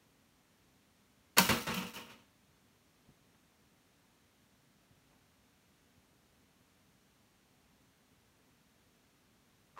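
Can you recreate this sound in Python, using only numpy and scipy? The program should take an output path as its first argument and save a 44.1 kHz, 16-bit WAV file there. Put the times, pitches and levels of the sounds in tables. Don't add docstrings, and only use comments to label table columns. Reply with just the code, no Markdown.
import sys
import numpy as np
from scipy import signal
from scipy.fft import rfft, irfft, next_fast_len
from scipy.io import wavfile
from scipy.ndimage import map_coordinates

SR = 44100
rng = np.random.default_rng(int(sys.argv[2]) if len(sys.argv) > 2 else 0)


def output_pcm(signal):
    pcm = np.clip(np.atleast_2d(signal).T, -1, 1) * 32767
    wavfile.write(sys.argv[1], SR, np.round(pcm).astype(np.int16))


N = 431738
T = np.arange(SR) / SR
STOP_S, STOP_DB = 1.3834, -13.5
# t/s, level/dB
LANDINGS = [(1.4890, -25), (1.548, -42), (1.667, -35.5), (1.686, -41.5), (1.708, -41.5), (1.819, -46.5),
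            (1.973, -50.5), (2.065, -59), (2.098, -58.5), (2.137, -69)]


def amp(db):
    return 10 ** (np.asarray(db) / 20)


def unit(x):
    return x / np.sqrt(np.mean(x ** 2) + 1e-20)


def along(points, hz):
    f, values = np.transpose(points)
    return np.interp(np.log(hz + 1), np.log(f + 1), values)


def noise(spectrum, size=SR, ripple=0):
    m = next_fast_len(size)
    colour = amp(along(spectrum, np.fft.rfftfreq(m, 1 / SR)) + ripple)
    return unit(irfft(rfft(rng.standard_normal(m)) * colour, m)[:size])


def fade(t, t60):
    return np.exp(-np.log(1000) * t / t60)


def swell(rise_s):
    return 1 - np.exp(-2 * T / max(rise_s, 1e-4))


def add(track, s, sound):
    part = track[round(s * SR):][:len(sound)]
    part += sound[:len(part)]


def ring(modes, scatter_db, waver):
    out = np.zeros(len(T))
    for hz, db, t60 in modes:
        drift = np.interp(T, np.linspace(0, 1, 60), np.cumsum(rng.standard_normal(60)))
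        phase = 2 * np.pi * (hz * T + rng.random()) + waver * drift
        out += amp(db + scatter_db * rng.standard_normal()) * fade(T, t60) * np.sin(phase)
    return out / np.sqrt(sum(amp(db) ** 2 for hz, db, t60 in modes) / 2)


def room(level_db):
    # f/Hz, level/dB
    spectrum = [(20, -10), (45, -2.5), (80, -1.5), (160, -1), (270, -0.5), (320, -7.5), (450, -8),
                (550, -10.5), (1000, -12.5), (2000, -14.5), (4000, -17.5), (6000, -19), (12000, -24.5),
                (15700, -27)]
    return amp(level_db) * noise(spectrum, size=N)


def taps():
    # t/s, level/dB, t60/s
    bumps = [(3.077, -58, 0.064), (3.091, -52, 0.07), (4.908, -59, 0.1), (4.965, -68, 0.089),
             (5.976, -61, .08), (8.11, -66, .25)]
    ticks = [(3.344, -67, 0.096), (5.108, -64, 0.075), (5.128, -66.5, 0.11)]
    knocks = [(9.763, -55.5, 0.049), (9.7742, -44, 0.052), (9.784, -45.5, 0.045)]
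    # f/Hz, level/dB
    dull = [(25, -12), (60, 4.5), (120, 10.5), (280, -2), (500, -8), (1200, -27.5), (5000, -62)]
    papery = [(150, -22), (500, 1), (1400, -5), (2500, -11), (5000, -26), (14000, -34)]
    hollow = [(150, -26), (500, -11), (800, -10.5), (1150, 3.5), (1400, -6), (1700, -13), (2200, -10.5),
              (3200, -23), (6000, -28), (14000, -44)]
    out = np.zeros(N)
    for hits, colour, rise_s in [(bumps, dull, .002), (ticks, papery, .0021), (knocks, hollow, .0014)]:
        for s, db, t60 in hits:
            add(out, s, amp(db) * noise(colour) * swell(rise_s) * fade(T, t60))
    return out


def case_booms(hz, t60, rise_s):
    # t/s, level/dB
    kicks = [(1.389, -27), (1.687, -38), (1.763, -34), (1.834, -44.5), (1.952, -55)]
    out = np.zeros(N)
    envelope = swell(rise_s) ** 2 * fade(T, t60)
    for s, db in kicks:
        add(out, s, amp(db) * envelope / envelope.max() * np.sin(2 * np.pi * hz * T))
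    return out


def landing_clunks(clunk_db, hum_db):
    # f/Hz, level/dB
    spectrum = [(100, -15), (400, -5), (750, -6), (1100, -1.5), (1900, -2), (3000, -11), (6000, -13.5),
                (9000, -20), (16000, -28)]
    # f/Hz, level/dB, t60/s
    base_modes = [(230.8, -1, 0.4), (388, -7, .22), (483.8, -5.5, 0.35)]
    out = np.zeros(N)
    for s, db in LANDINGS:
        clunk = amp(clunk_db) * noise(spectrum) * swell(rise_s=.005) * fade(T, t60=.062)
        hum = amp(hum_db) * ring(base_modes, scatter_db=.3, waver=.14) * swell(rise_s=.056)
        add(out, s, amp(db) * (clunk + hum))
    return out


def rattles(count, gap_s, jitter_s, lead_s, brush_db):
    # t/s, level/dB, loss per rebound/dB
    first_hits = [(1.442, -43, 6), (1.606, -55, 3), (1.711, -46.5, 2), (1.769, -42, 5.5),
                  (1.867, -55.5, 10), (1.954, -48.5, 5), (2.093, -55, 17), (2.184, -66.5, 20)]
    hits = [(s - lead_s, db + brush_db) for s, db, _ in first_hits]
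    for s, db, loss_db in first_hits:
        for k in range(count):
            jitter = min(k, 1) * jitter_s * rng.standard_normal()
            hits.append((s + k * gap_s + jitter, db - k * loss_db))
    return hits


def contacts():
    # t/s, level/dB
    slips = [(1.3675, -38), (1.3713, -29.5), (1.376, -30.5)]
    # t/s, level/dB
    grazes = [(1.398, -35), (1.440, -39.5), (1.487, -33.5), (1.567, -45.5), (1.603, -43.5), (1.738, -40),
              (1.864, -51), (1.934, -47)]
    # rise/s (negative: instant), shell/dB, carriage/dB, guards/dB, crust/dB, thump/dB
    slip_touch = (-0.06, -.5, -4.5, -30, -12, -23)
    stop_touch = (-0.02, -22, -11, -22, -14, -29)
    landing_touch = (.010, 0, -17, -26, -17, -6)
    graze_touch = (.007, -5, -22, -17, -.5, -10.5)
    rattle_touch = (.013, -1.5, -10, 3.5, -11.5, -9.5)
    chatter = rattles(count=4, gap_s=.028, jitter_s=.0015, lead_s=.011, brush_db=-7.5)
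    kinds = [(slips, slip_touch), ([(STOP_S, STOP_DB)], stop_touch), (LANDINGS, landing_touch),
             (grazes, graze_touch), (chatter, rattle_touch)]
    return [(s, rise_s, db + np.array(shares_db))
            for hits, (rise_s, *shares_db) in kinds for s, db in hits]


def crowded_modes(depth_db, spacing_hz):
    hz = np.fft.rfftfreq(next_fast_len(SR), 1 / SR)
    return depth_db * map_coordinates(rng.standard_normal(SR), [hz / spacing_hz])


def panel_clatter(ripple):
    # f/Hz, level/dB
    spectrum = [(100, -20), (200, 2), (320, -7.5), (500, -3), (720, -1), (1000, -1), (1800, -3), (2500, -7),
                (3800, -10.5), (5000, -15), (8000, -19), (16000, -32)]
    # f/Hz, t60/s
    hold = [(150, .4), (500, .33), (1200, .27), (3000, .33), (8000, .33), (16000, .3)]
    hz, t, bands = signal.stft(noise(spectrum, ripple=ripple), SR, nperseg=256)
    decay = fade(t, along(hold, hz)[:, None])
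    return signal.istft(bands * decay, SR, nperseg=256)[1][:len(T)]


def blows(ripple, shell_ring_db, buzz_db, grain_db):
    # f/Hz, level/dB, t60/s
    shell_modes = [(150, -5.5, .22), (234.5, -5.5, 0.5), (265, -8.5, 0.46), (370, -7, 0.15), (421, -7, .25),
                   (483, -1.5, 0.26), (542.2, -6, 0.36), (896.6, -3.5, .3), (1020, -3.5, 0.18),
                   (1180, -4, 0.18), (1277, -6.5, 0.28), (1320, -6, 0.48), (1379, -6.5, .26),
                   (1617, -3.5, 0.12), (1847, -7, .26), (2006, -5.5, 0.24), (2094, -9, 0.25)]
    carriage_modes = [(935, 0, .18), (1481, -10, 0.16), (1538, -6, 0.2), (1740, -10.5, 0.085),
                      (2358, -12.5, 0.3), (2640, -6, .12), (2620, -7, .12), (4348, -7, .16),
                      (4530, -6.5, 0.13), (4646, -7, 0.097), (5200, -16, .22), (5570, -13, .2),
                      (6800, -17.5, .2), (14330, -16, .15)]
    guard_modes = [(200, -9, .25), (226, -6, .3), (284, -8.5, 0.37), (626, -12, 0.3), (935, -4, .2),
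                   (1250, -5, 0.14), (1430, -10, .16), (2530, -5.5, 0.21), (2639, -3, 0.2),
                   (2733, -2, 0.12), (2740, -5, .16), (2910, -1, 0.15), (2952, -2, .16), (3061, -1, 0.13),
                   (3069, -3.5, 0.11), (3270, -9, 0.18), (3460, -12, 0.16), (4600, -13, .18),
                   (5300, -15, 0.18), (5480, -12.5, .18), (5920, -13.5, .18), (6200, -14, .18),
                   (12553, -16, .18), (13050, -15, .19), (15400, -17.5, .18)]
    # f/Hz, level/dB
    buzz_colour = [(600, -22.5), (1000, -12.5), (2000, -13.5), (2550, -0.5), (3100, -4), (3700, -12),
                   (4800, -18), (5700, -11), (7000, -26), (16000, -31)]
    crust_colour = [(800, -19.5), (2500, -3.5), (4200, 2.5), (5800, 4), (7500, -1), (9700, -.5),
                    (11500, -3), (12800, -1), (13800, -3), (15300, 1.5)]
    thump_colour = [(25, -26), (45, -13), (70, -1), (95, -3.5), (135, 1.5), (200, -11), (500, -39.5),
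                    (2000, -80)]
    out = np.zeros(N)
    for s, rise_s, parts_db in contacts():
        shell = panel_clatter(ripple) + amp(shell_ring_db) * ring(shell_modes, scatter_db=.6, waver=.35)
        carriage = ring(carriage_modes, scatter_db=2.1, waver=.1)
        buzz = amp(buzz_db) * noise(buzz_colour, ripple=ripple) * fade(T, t60=.2)
        guards = ring(guard_modes, scatter_db=3.5, waver=1.3) + buzz
        grains = np.interp(T, np.linspace(0, 1, 700), rng.standard_normal(700))
        crust = unit(noise(crust_colour, ripple=ripple) * amp(grain_db * grains)) * fade(T, t60=.36)
        thump = noise(thump_colour) * swell(rise_s=.012) * fade(T, t60=.22)
        blow = amp(parts_db) @ np.array([shell, carriage, guards, crust, thump])
        add(out, s, swell(rise_s) * blow)
    return out


def stop_clack(crack_db, tail_db, frame_db):
    # f/Hz, level/dB
    spectrum = [(300, -20), (900, -7.5), (2000, -5.5), (3500, -5.5), (4450, 4.5), (5100, -4.5),
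                (7000, -3.5), (9000, -6), (13000, -5.5), (16000, -7)]
    # f/Hz, level/dB, t60/s
    frame_modes = [(990.5, -4, .08), (1401.4, -3, 0.1), (1620, -2.5, .08), (2643, -4.5, 0.038),
                   (2630, -2.5, 0.067), (3120, -3.5, .07), (4330, 2.5, 0.032), (4470, 4.5, .035),
                   (4720, 3, .035), (6018, -2, .04), (5800, -4, .04), (7170, -4, 0.044), (7040, -6, 0.044),
                   (8840, -9.5, 0.047), (9180, -9, .035), (11650, -5, 0.039), (14300, -5, .05)]
    crack = amp(crack_db) * noise(spectrum) * fade(T, t60=.0075)
    tail = amp(tail_db) * noise(spectrum) * fade(T, t60=.04)
    frame = amp(frame_db) * ring(frame_modes, scatter_db=.5, waver=.2)
    out = np.zeros(N)
    add(out, STOP_S, amp(STOP_DB) * swell(rise_s=.002) * (crack + tail + frame))
    return out


def scene():
    ripple = crowded_modes(depth_db=3, spacing_hz=59)
    toaster = blows(ripple, shell_ring_db=-4.5, buzz_db=-1.5, grain_db=3.5)
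    toaster += stop_clack(crack_db=14, tail_db=-10, frame_db=-2)
    toaster += case_booms(hz=186.4, t60=.1, rise_s=.05)
    small_taps = taps()
    toaster += landing_clunks(clunk_db=3, hum_db=-4)
    return (toaster + small_taps + room(level_db=-69))[None]


def record(dry):
    # f/Hz, width/Hz, level/dB
    dips = [(4891, 230, -3.5), (7700, 450, -2.5), (10400, 300, -3.5)]
    low_cut_hz, top_hz, limiter_ceiling = 44, 15800, .66
    m = next_fast_len(N + SR // 2)
    hz = np.fft.rfftfreq(m, 1 / SR)
    thin = signal.sosfilt(signal.butter(4, low_cut_hz, "high", fs=SR, output="sos"), dry)
    limited = thin / (1 + (thin / limiter_ceiling) ** 6) ** (1 / 6)
    port = amp(sum(db / (1 + ((hz - centre) / width) ** 2) for centre, width, db in dips))
    high_cut = 1 / (1 + (hz / top_hz) ** 240)
    return irfft(rfft(limited, m) * port * high_cut, m)[..., :N]


dry = scene()
out = record(dry)
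output_pcm(out)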